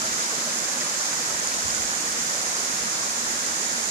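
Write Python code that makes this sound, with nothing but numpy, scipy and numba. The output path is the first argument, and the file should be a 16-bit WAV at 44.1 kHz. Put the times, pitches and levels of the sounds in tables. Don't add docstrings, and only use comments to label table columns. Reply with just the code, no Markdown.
import sys
import numpy as np
from scipy import signal
from scipy.fft import rfft, irfft
from scipy.io import wavfile
from scipy.ndimage import map_coordinates
from numba import njit

SR = 44100
rng = np.random.default_rng(int(sys.argv[2]) if len(sys.argv) > 2 else 0)


def unload_audio(sound):
    columns = np.transpose(np.atleast_2d(sound))
    steps = np.round(np.clip(columns, -1, 1) * 32767)
    wavfile.write(sys.argv[1], SR, steps.astype(np.int16))


N = 171990

# frequency_hz, level_db (per Hz)
WATER_COLOUR = [(45, -125), (90, -85), (125, -74), (190, -68), (220, -65.5), (243, -65.5), (275, -71.5),
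                (318, -67.5), (400, -71.5), (470, -68), (750, -68), (1100, -67), (1450, -66.5), (1900, -69),
                (2150, -71.5), (2700, -76), (4000, -79), (10500, -84), (14500, -86.5)]
# frequency_hz, direct_share (0-1)
DIRECT_SHARE = [(200, 0.5), (900, 0.58), (1600, 0.85), (2300, 0.7), (3000, 0.48), (4000, 0), (9000, 0.15)]
# time_s, fall_late_ms, stream_late_ms, left_level_db, right_level_db
TURNING = [(0, 0.4, 0.2, 1.1, -0.6), (.7, .42, 0.13, 0.4, -0.15), (1.6, 0.41, 0.2, 0.5, -0.16),
           (2.7, 0.44, 0.2, 0.5, -0.04), (3.25, 0.46, 0.23, 0.4, -0.66), (3.9, 0.47, 0.24, -0.5, 0)]
# frequency_hz, relative_level_db (per Hz)
WIND_COLOUR = [(15, -18), (48, 5), (80, 4), (120, -0.5), (220, -28), (600, -70)]
# time_s, level_db
WIND_STRENGTH = [(0, -56), (.07, -55), (.145, -52), (.165, -86), (1.22, -85), (1.28, -58), (1.5, -61),
                 (1.6, -53.5), (1.82, -56), (1.95, -60), (2.13, -59), (2.35, -67), (2.48, -57), (2.57, -75),
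                 (2.78, -59), (2.9, -61), (2.94, -72), (3.0, -61), (3.9, -63)]
# start_s, pitch_hz, level_db, left_minus_right_db
AIR_BUFFETS = [(.118, 88, -36, 19), (1.335, 70, -36, -14), (1.648, 85, -25.5, 14), (1.79, 80, -30.5, 18),
               (2.095, 74.6, -39, 14), (2.455, 70, -42, -6)]
# start_s, pitch_hz, level_db, left_minus_right_db
BUBBLE_GULPS = [(.329, 445, -26, 0), (.478, 564, -23.5, -2), (.811, 1670, -32, -5), (1.303, 1300, -22, 0),
                (1.343, 960, -23, 2), (1.775, 1474, -22.5, -1), (2.002, 318, -24, 5), (2.444, 627, -25, 0),
                (3.028, 1119, -24.5, 4), (3.515, 1679, -30, 9), (3.606, 1040, -24.5, 4),
                (3.615, 435, -26, 2), (3.695, 668, -29, 0)]
# start_s, pitch_hz, level_db, left_minus_right_db
HOLLOW_BOOMS = [(.42, 239, -27.5, 5), (.73, 224, -31, 3), (1.16, 232.5, -32.5, 9), (2.18, 236, -30, 1),
                (2.84, 227, -29.5, 4), (3.16, 243, -27.5, 3), (3.29, 245.4, -27, 2), (3.76, 225.6, -29, 4)]
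# start_s, pitch_hz, level_db, left_minus_right_db
NEAR_DRIPS = [(.9415, 7580, -33, -7), (1.4732, 6560, -28, -2), (1.6815, 7200, -27.5, -1),
              (1.7046, 4960, -21.5, -2), (1.7483, 6700, -31, -8), (3.026, 5200, -27.5, -1),
              (3.046, 6700, -34, 0)]
# frequency_hz, side_level_db
STEREO_WIDTH = [(1000, 0), (1400, 0), (1900, 3), (2030, -6), (2170, -1), (2450, 0.5)]
# resonance_hz, width_hz, lift_db, roll_off_hz
PORT_TONES = [(5360, 1445, 17, 13500), (6770, 1050, 25, 12830)]

BUBBLES_PER_S, BUBBLE_LOW_HZ, BUBBLE_HIGH_HZ = 2500, 247.3, 8990
BUBBLE_CYCLES, BUBBLE_SPREAD_DB, BUBBLE_DB = 46, 3.0, -9
BUBBLE_RISE = 0.1

GURGLES_PER_S, GURGLE_LOW_HZ, GURGLE_HIGH_HZ = 220, 223.3, 2393
GURGLE_CYCLES, GURGLE_SPREAD_DB, GURGLE_DB = 28.5, 2, -7.5

SURGE_DB, SURGE_HZ = 0.2, 6.6
SPLASH_LOW_DB, SPLASH_HIGH_DB, SPLASH_HZ = 1.57, 0.3, 11.4
PUFF_DB, PUFF_HZ = 2, 12

FALL_SHARE = 0.64
PORT_GAP_M, SOUND_M_PER_S = 0.14, 343
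WIND_PAN_DB = 11.5

BUFFET_ATTACK_S, BUFFET_RING_S = 0.018, 0.013
GULP_ATTACK_S, GULP_RING_S = 0.0048, 0.0058
BOOM_ATTACK_S, BOOM_RING_S = 0.029, 0.028
DRIP_ATTACK_S, DRIP_RING_S = 0.00033, 0.0008

ROLL_OFF_STEEPNESS = 10.6
TOP_HZ = 14600


def undb(db):
    return 10 ** (np.asarray(db) / 20)


def unit(x):
    return x / np.sqrt(np.mean(x ** 2))


def bins():
    return np.maximum(np.fft.rfftfreq(N, 1 / SR), 1)


def over_hz(table):
    hz, value = np.array(table, float).T
    return np.interp(np.log(bins()), np.log(hz), value)


def over_time(table, axis=1):
    rows = np.array(table, float)
    return np.interp(np.arange(N) / SR, rows[:, 0], rows[:, axis])


def walk(corner_hz):
    smoothing = 1 + (bins() / corner_hz) ** 2
    return unit(irfft(rfft(rng.standard_normal(N)) / smoothing, N))


@njit
def ring(start, hz, size, cycles, rise):
    out = np.zeros(N)
    for k in range(len(start)):
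        length = cycles[k] * SR / hz[k]
        for i in range(min(int(length), N - start[k])):
            age = i / length
            turns = cycles[k] * age * (1 + rise * age / 2)
            out[start[k] + i] += size[k] * np.exp(-5 * age) * np.sin(2 * np.pi * turns)
    return out


def bubbling(per_s, low_hz, high_hz, cycles, spread_db):
    when, pitch, strength, life = rng.random((int(per_s * N / SR), 4)).T
    start = (when * N).astype(np.int64)
    hz = low_hz * (high_hz / low_hz) ** pitch
    size = hz * undb(-spread_db * np.log(np.maximum(strength, .01)))
    swarm = ring(start, hz, size, cycles * (.5 + life), BUBBLE_RISE)
    return unit(swarm) * np.sqrt(2 * (high_hz - low_hz) / SR)


def churn():
    spray = rng.standard_normal(N)
    swarm = bubbling(BUBBLES_PER_S, BUBBLE_LOW_HZ, BUBBLE_HIGH_HZ, BUBBLE_CYCLES, BUBBLE_SPREAD_DB)
    spectrum = rfft(spray + undb(BUBBLE_DB) * swarm) / np.hypot(1, undb(BUBBLE_DB))
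    octave = np.clip(np.log2(bins() / 125), 0, 7)
    splashing = np.zeros(N)
    for k, depth_db in enumerate(np.linspace(SPLASH_LOW_DB, SPLASH_HIGH_DB, 8)):
        crossfade = np.maximum(1 - abs(octave - k), 0)
        band = irfft(spectrum * crossfade, N)
        splashing += band * undb(depth_db * walk(SPLASH_HZ))
    return splashing * undb(SURGE_DB * walk(SURGE_HZ))


def arrive(x, lag_ms):
    left = map_coordinates(x, [np.arange(N) - lag_ms * SR / 1000], mode="mirror")
    return np.array([left, x])


def scattered():
    alike = np.sinc(2 * bins() * PORT_GAP_M / SOUND_M_PER_S)
    mid = rfft(churn()) * np.sqrt((1 + alike) / 2)
    side = rfft(churn()) * np.sqrt((1 - alike) / 2)
    return np.array([mid + side, mid - side])


def waterfall():
    gurgles = bubbling(GURGLES_PER_S, GURGLE_LOW_HZ, GURGLE_HIGH_HZ, GURGLE_CYCLES, GURGLE_SPREAD_DB)
    stream_mix = np.sqrt(1 - FALL_SHARE) * churn() + undb(GURGLE_DB) * gurgles
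    fall = arrive(np.sqrt(FALL_SHARE) * churn(), over_time(TURNING, axis=1))
    stream = arrive(stream_mix, over_time(TURNING, axis=2))
    share = over_hz(DIRECT_SHARE)
    spectrum = np.sqrt(share) * rfft(fall + stream) + np.sqrt(1 - share) * scattered()
    water = irfft(spectrum * undb(over_hz(WATER_COLOUR)) * np.sqrt(SR / 2), N)
    facing = undb([over_time(TURNING, axis=3), over_time(TURNING, axis=4)])
    return facing * water


def wind():
    noise = rfft(rng.standard_normal((2, N)))
    rumble = unit(irfft(noise * undb(over_hz(WIND_COLOUR)), N))
    strength = undb(over_time(WIND_STRENGTH) + PUFF_DB * walk(PUFF_HZ))
    return rumble * strength * undb([[WIND_PAN_DB / 2], [-WIND_PAN_DB / 2]])


def pings(table, attack_s, ring_s):
    out = np.zeros((2, N))
    for start_s, hz, level_db, pan_db in table:
        age = np.clip(np.arange(N) / SR - start_s, 0, 20 * ring_s)
        envelope = (1 - np.exp(-age / attack_s)) * np.exp(-age / ring_s)
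        ping = envelope * np.sin(2 * np.pi * hz * age)
        out += ping * undb([[level_db + pan_db / 2], [level_db - pan_db / 2]])
    return out


def buffets():
    return pings(AIR_BUFFETS, BUFFET_ATTACK_S, BUFFET_RING_S)


def gulps():
    return pings(BUBBLE_GULPS, GULP_ATTACK_S, GULP_RING_S)


def booms():
    return pings(HOLLOW_BOOMS, BOOM_ATTACK_S, BOOM_RING_S)


def drips():
    return pings(NEAR_DRIPS, DRIP_ATTACK_S, DRIP_RING_S)


def scene():
    return waterfall() + wind() + buffets() + gulps() + booms() + drips()


def port(hz, width_hz, lift_db, roll_off_hz):
    f = bins()
    detune = (f / hz - hz / f) * hz / width_hz
    resonance = (undb(lift_db) + 1j * detune) / (1 + 1j * detune)
    return resonance / np.hypot(1, (f / roll_off_hz) ** ROLL_OFF_STEEPNESS)


def record(dry):
    left, right = rfft(dry)
    mid = (left + right) / 2
    side = (left - right) / 2 * undb(over_hz(STEREO_WIDTH))
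    responses = np.array([port(*row) for row in PORT_TONES])
    coloured = irfft(np.array([mid + side, mid - side]) * responses, N)
    top_cut = signal.ellip(12, .1, 80, TOP_HZ, fs=SR, output="sos")
    return signal.sosfilt(top_cut, coloured)


dry = scene()
out = record(dry)
unload_audio(out)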